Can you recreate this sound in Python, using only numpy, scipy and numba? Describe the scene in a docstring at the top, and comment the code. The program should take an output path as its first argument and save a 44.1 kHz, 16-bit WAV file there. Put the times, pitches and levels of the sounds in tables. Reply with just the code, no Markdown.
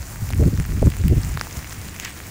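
"""Sleet falls on crusted snow beside a house. Countless far pellets merge into a fine hiss,
tiny ones fizz on the crust, and near ones tick on padded jackets: the ice snaps and the
cloth knocks. Gusts rumble on the microphone for the first second and a half, then ease.
Near the end a sleeve swishes."""
import sys
import numpy as np
from scipy import signal
from scipy.fft import rfft, irfft
from scipy.io import wavfile
from scipy.ndimage import uniform_filter1d
from numba import njit

SR = 44100
rng = np.random.default_rng(int(sys.argv[2]) if len(sys.argv) > 2 else 0)


def pcm_store(signal):
    """Save signal as 16-bit PCM."""
    levels = np.round(np.clip(np.atleast_2d(signal), -1, 1) * 32767)
    wavfile.write(sys.argv[1], SR, levels.astype(np.int16).T)


N = 101429
IMPACT_SAMPLES, TOP_HZ = 600, 15700


def gain(db):
    """Turn decibels into a number to multiply a sound by."""
    return 10 ** (np.asarray(db) / 20)


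def gain_curve(t, points):
    """A gain that glides between (time_s, level_db) points."""
    return gain(np.interp(t, *np.array(points, float).T))


def shape(sound, points):
    """Turn lows and highs up or down, following (pitch_hz, level_db) points."""
    hz, db = np.array(points, float).T
    bins_hz = np.maximum(np.fft.rfftfreq(N, 1 / SR), 1)
    return irfft(rfft(sound) * gain(np.interp(np.log(bins_hz), np.log(hz), db)), N)


def colour(sound, points):
    """Shape a sound's tone, then scale it to a standard strength of 1."""
    shaped = shape(sound, points)
    return shaped / np.std(shaped)


@njit
def lowpass(sound, cutoff_hz):
    """Muffle everything above a moving cutoff (a two-pole filter)."""
    out, band_state, low_state = np.empty(len(sound)), 0., 0.
    for i in range(len(sound)):
        step = np.tan(np.pi * cutoff_hz[i] / SR)
        band = (band_state + step * (sound[i] - low_state)) / (1 + step * (step + np.sqrt(2.)))
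        out[i] = low_state + step * band
        band_state, low_state = 2 * band - band_state, 2 * out[i] - low_state
    return out


def add(out, start_s, sound):
    """Mix a short sound in at the given time."""
    i = min(max(int(start_s * SR), 0), N)
    out[i:i + len(sound)] += sound[:N - i]


def wander(per_s):
    """Glide from one random value to the next, per_s times a second."""
    hold = max(int(SR / per_s), 1)
    return uniform_filter1d(rng.standard_normal(N)[np.arange(N) // hold], hold)


def ring(pitch_hz, decay_s, rise_share=0.48):
    """A struck tone that dies fast, with the same energy whatever its pitch or length."""
    t = np.arange(IMPACT_SAMPLES) / SR
    rise = 1 - np.exp(-t / (rise_share * decay_s))
    tone = np.sin(2 * np.pi * min(pitch_hz, SR / 2) * t) * np.exp(-t / decay_s) * rise
    return tone / np.sqrt(np.sum(tone ** 2) / (SR * .001) + 1e-18)


# The breeze between gusts, before muffling: time_s, level_db
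BREEZE_LEVEL = [(0, -35), (.15, -33), (.3, -24), (1.3, -28), (1.45, -35.5), (1.7, -36), (1.92, -33),
                (2.05, -41.5), (2.3, -34.5)]
# Gusts that hit the microphone, before muffling: start_s, length_s, level_db, cutoff_hz
WIND_GUSTS = [(-.01, 0.016, -19.5, 107), (0.219, 0.0087, -15.5, 269), (0.317, .055, -21, 345),
              (0.372, 0.03, -15.5, 197), (0.393, 0.046, -12, 650), (0.453, 0.028, -10, 397),
              (0.521, 0.028, -18, 420), (0.581, 0.023, -15.5, 382), (0.688, 0.11, -20.5, 345),
              (0.818, .02, -12.5, 710), (0.85, 0.027, -7.5, 470), (0.993, 0.023, -18, 364),
              (1.036, 0.042, -11.5, 261), (1.097, 0.036, -10.5, 557), (1.159, 0.028, -11, 315),
              (1.231, 0.144, -24, 258), (1.565, 0.019, -24.5, 260), (1.77, 0.023, -22, 98)]
# Tone of the air swirling at the microphone: pitch_hz, relative_level_db
SWIRL_TONE = [(15, -39), (28, -5), (48, 2.5), (75, 4), (120, .5), (200, -8.5), (340, -11), (600, -17),
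              (1200, -30.5)]

def wind(t, breeze_cutoff_hz=213, attack_s=0.0103, release_s=0.011, even_out_s=0.019):
    """Swirling air rumbles on the microphone; the strongest gust sets how bright it is."""
    power = gain_curve(t, BREEZE_LEVEL) ** 2
    brightness = power * breeze_cutoff_hz
    for start_s, length_s, level_db, gust_hz in WIND_GUSTS:
        rise = np.clip((t - start_s) / attack_s + .5, 0, 1)
        swell = rise * np.exp(-np.maximum(t - start_s - length_s, 0) / release_s)
        gust_power = (gain(level_db) * swell) ** 2
        power += gust_power
        brightness += gust_power * gust_hz * (1 + swell) / 2  # duller as it dies
    swirls = colour(rng.standard_normal(N), SWIRL_TONE)
    span = int(even_out_s * SR)
    swirls /= np.sqrt(uniform_filter1d(uniform_filter1d(swirls ** 2, span), span))  # pressure evens out
    cutoff_hz = np.clip(brightness / power, 20, SR / 10)
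    return lowpass(lowpass(swirls * np.sqrt(power), cutoff_hz), cutoff_hz)


def microphone_pop():
    """The microphone pops once as the hardest gust arrives."""
    out = np.zeros(N)
    add(out, start_s=0.827, sound=gain(db=-8.5) * ring(pitch_hz=515, decay_s=0.0018))
    return out


# Tone of rubbing jacket cloth: pitch_hz, relative_level_db
SLEEVE_TONE = [(500, -8), (1200, -4), (1900, 10), (2600, 6), (3700, -1.5), (6200, -6), (8000, -4),
               (11500, -42), (15000, -21)]

def sleeve(t, peak_s=2.057, width_s=0.035, level_db=-35):
    """Jacket cloth slides once, swelling and fading."""
    swell = np.exp(-.5 * ((t - peak_s) / width_s) ** 2)
    return gain(level_db) * swell * colour(rng.standard_normal(N), SLEEVE_TONE)


def tiny_clicks(per_s=9000):
    """A dense shower of tiny clicks of uneven size."""
    return (rng.random(N) < per_s / SR) * rng.standard_normal(N)


# Tone of the sleet near the porch: pitch_hz, relative_level_db
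PORCH_TONE = [(300, 13), (900, -15), (1900, 4.5), (2600, 2), (3600, -3.5), (5500, -9.5), (8000, -37.5),
              (11000, -70)]
# How loud that sleet is: time_s, level_db
PORCH_LOUDNESS = [(0, -48.5), (.5, -47.5), (1.2, -42), (1.5, -42.5), (1.9, -41.5), (2.3, -44)]

def porch_sleet(t):
    """Pellets near the porch blur into a duller patter that slowly comes in."""
    return gain_curve(t, PORCH_LOUDNESS) * colour(tiny_clicks(), PORCH_TONE)


# Tone of far sleet and outdoor air: pitch_hz, relative_level_db
HISS_TONE = [(150, 12), (400, 4.5), (800, 5), (1800, 2), (2500, -2.5), (3300, -9.5), (4300, -4),
             (5500, -.5), (7300, 2.5), (8500, -3), (9900, -1.5), (11200, -7), (12200, -9.5), (13300, -3.5),
             (14800, 1.5), (16000, -4.5)]

def far_sleet(level_db=-40, flutter_db=1.86):
    """Far pellets merge into a hiss that flutters because the fall is a little uneven."""
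    loudness = gain(level_db + flutter_db * wander(per_s=27))
    return loudness * colour(tiny_clicks() + .5 * rng.standard_normal(N), HISS_TONE)


# Tone of pellets on the icy crust: pitch_hz, relative_level_db
CRUST_TONE = [(1500, 11), (3400, -2), (5500, -4), (7300, -2), (8600, -3.5), (10000, -3), (12000, -17.5),
              (14500, -1), (16000, -6)]

def crust_fizz(per_s=160, level_db=-47.5, spread_db=6.5, middle_hz=8350, spread_octaves=0.59):
    """Tiny pellets skitter on the crust, each a bright crumble with its own pitch."""
    out, t = np.zeros(N), np.arange(SR // 300) / SR
    fade = np.exp(-t / 0.0007)
    for _ in range(int(per_s * N / SR)):
        start_s = rng.random() * N / SR
        draws = np.clip(rng.standard_normal(2 + len(t)), -2, 2)
        pitch_hz = min(middle_hz * 2 ** (spread_octaves * draws[0]), TOP_HZ)
        crumble = np.convolve(draws[2:] * fade, ring(pitch_hz, decay_s=1 / pitch_hz))
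        add(out, start_s, gain(spread_db * draws[1]) * crumble)
    return gain(level_db) * colour(out, CRUST_TONE)


def pellet(knock_db, knock_hz, snap_db, snap_hz, tip_db):
    """One hit: the ice snaps with a bright tip of sound and crumbles; the surface knocks."""
    t = np.arange(IMPACT_SAMPLES) / SR
    snap = ring(snap_hz, decay_s=0.00024)
    tip = ring(pitch_hz=13800, decay_s=0.0001)
    crumble = 2 * gain(db=-2) * rng.standard_normal(IMPACT_SAMPLES) * np.exp(-t / 0.0008)
    knock = ring(knock_hz, decay_s=0.47 / knock_hz)  # on cloth it dies within a cycle or two
    knock = np.interp(t - 0.00026, t, knock)  # the surface gives way just after the snap
    return gain(knock_db + 0.5) * knock + gain(snap_db) * snap + gain(tip_db + 1.5) * (tip + crumble)


# How the patter rises and falls as the microphone moves: time_s, boost_db
PATTER_BOOST = [(0, -6), (.25, -4), (.35, 2), (1.0, -0.5), (1.6, 2), (2.3, -1.5)]

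def patter(t, per_s=110, spread_db=3.5, pitch_spread=0.23):
    """Smaller pellets of random size and pitch land a step or two away."""
    out = np.zeros(N)
    for _ in range(int(per_s * N / SR)):
        start_s = rng.random() * N / SR
        draws = np.clip(rng.standard_normal(size=5), -2, 2)
        sizes = (draws[:3] + draws[:3].mean()) / np.sqrt(2)  # the three levels tend to rise together
        knock_db, snap_db, tip_db = np.array([-43.5, -49.5, -65]) + spread_db * sizes
        knock_hz, snap_hz = np.array([1780, 5850]) * np.exp(pitch_spread * draws[3:])
        add(out, start_s, pellet(knock_db, knock_hz, snap_db, snap_hz, tip_db))
    return gain_curve(t, PATTER_BOOST) * out


# Close hits, with relative levels: start_s, knock_db, knock_hz, snap_db, snap_hz, tip_db
JACKET_HITS = [(.0279, -37, 1580, -36.5, 4860, -53), (0.159, -31.5, 1570, -48, 6000, -39),
               (0.2907, -35, 2170, -36, 6000, -37), (.3042, -24.5, 700, -32.5, 4300, -37),
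               (0.3255, -33.5, 2000, -32.5, 6100, -41), (0.3342, -25, 2100, -39, 5000, -41),
               (.4371, -30, 1480, -50, 4800, -49), (0.5757, -30, 1440, -35, 6000, -44),
               (0.5993, -26, 1740, -34, 5960, -47), (0.6523, -29.5, 1520, -38, 5030, -47),
               (0.7209, -32, 1880, -45, 5000, -48), (0.8707, -26.5, 1110, -51, 4000, -52),
               (0.902, -42, 1660, -37, 8500, -30.5), (0.9209, -30.5, 1700, -50, 4000, -49),
               (0.9384, -31, 1710, -56, 6000, -51), (0.9676, -33.5, 1830, -36, 9000, -37),
               (1.0379, -29.5, 1700, -44, 5000, -55), (1.0818, -38, 2130, -31, 9900, -28),
               (1.2482, -34.5, 2280, -28.5, 7300, -44), (1.3737, -19, 1250, -28.5, 4120, -37),
               (1.412, -15.5, 1400, -21, 5240, -36), (1.47, -27.5, 880, -39, 6000, -50),
               (1.527, -48, 1940, -29.5, 6400, -82), (1.5705, -47, 1870, -28.5, 6950, -56),
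               (1.6449, -30.5, 1880, -39, 4500, -42), (1.727, -30, 1500, -30, 6900, -56),
               (1.9635, -33, 2040, -33, 7000, -49), (1.999, -25.5, 2820, -24, 6600, -31),
               (2.0485, -29, 2400, -24, 6230, -31.5), (2.0511, -25.5, 2590, -27, 6440, -51),
               (2.0587, -27, 2210, -44, 6000, -56), (2.2026, -29, 1780, -61, 5000, -57)]

def near_pellets():
    """Single pellets tick on padded jackets close to the microphone."""
    out = np.zeros(N)
    for start_s, *hit in JACKET_HITS:
        add(out, start_s, pellet(*hit))
    return out


# How the microphone changes the tone of nearby hits: pitch_hz, boost_db
MICROPHONE_TONE = [(200, -5.5), (700, -1), (2500, 2), (3400, 2.5), (5300, 1), (7300, -0.5), (8600, -1),
                   (10000, 3.5), (12000, -1), (13500, -1), (15500, 2)]

def scene():
    """Wind, a sleeve and sleet far and near, all on one microphone."""
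    t = np.arange(N) / SR
    air = wind(t) + microphone_pop()
    fine_sleet = far_sleet() + porch_sleet(t) + crust_fizz()
    close_sleet = shape(near_pellets() + patter(t), MICROPHONE_TONE)
    return (air + sleeve(t) + fine_sleet + close_sleet)[None]


def record(dry):
    """The phone cuts off the highest treble."""
    return signal.sosfilt(signal.ellip(10, .2, 80, TOP_HZ, fs=SR, output="sos"), dry)


dry = scene()
out = record(dry)
pcm_store(out)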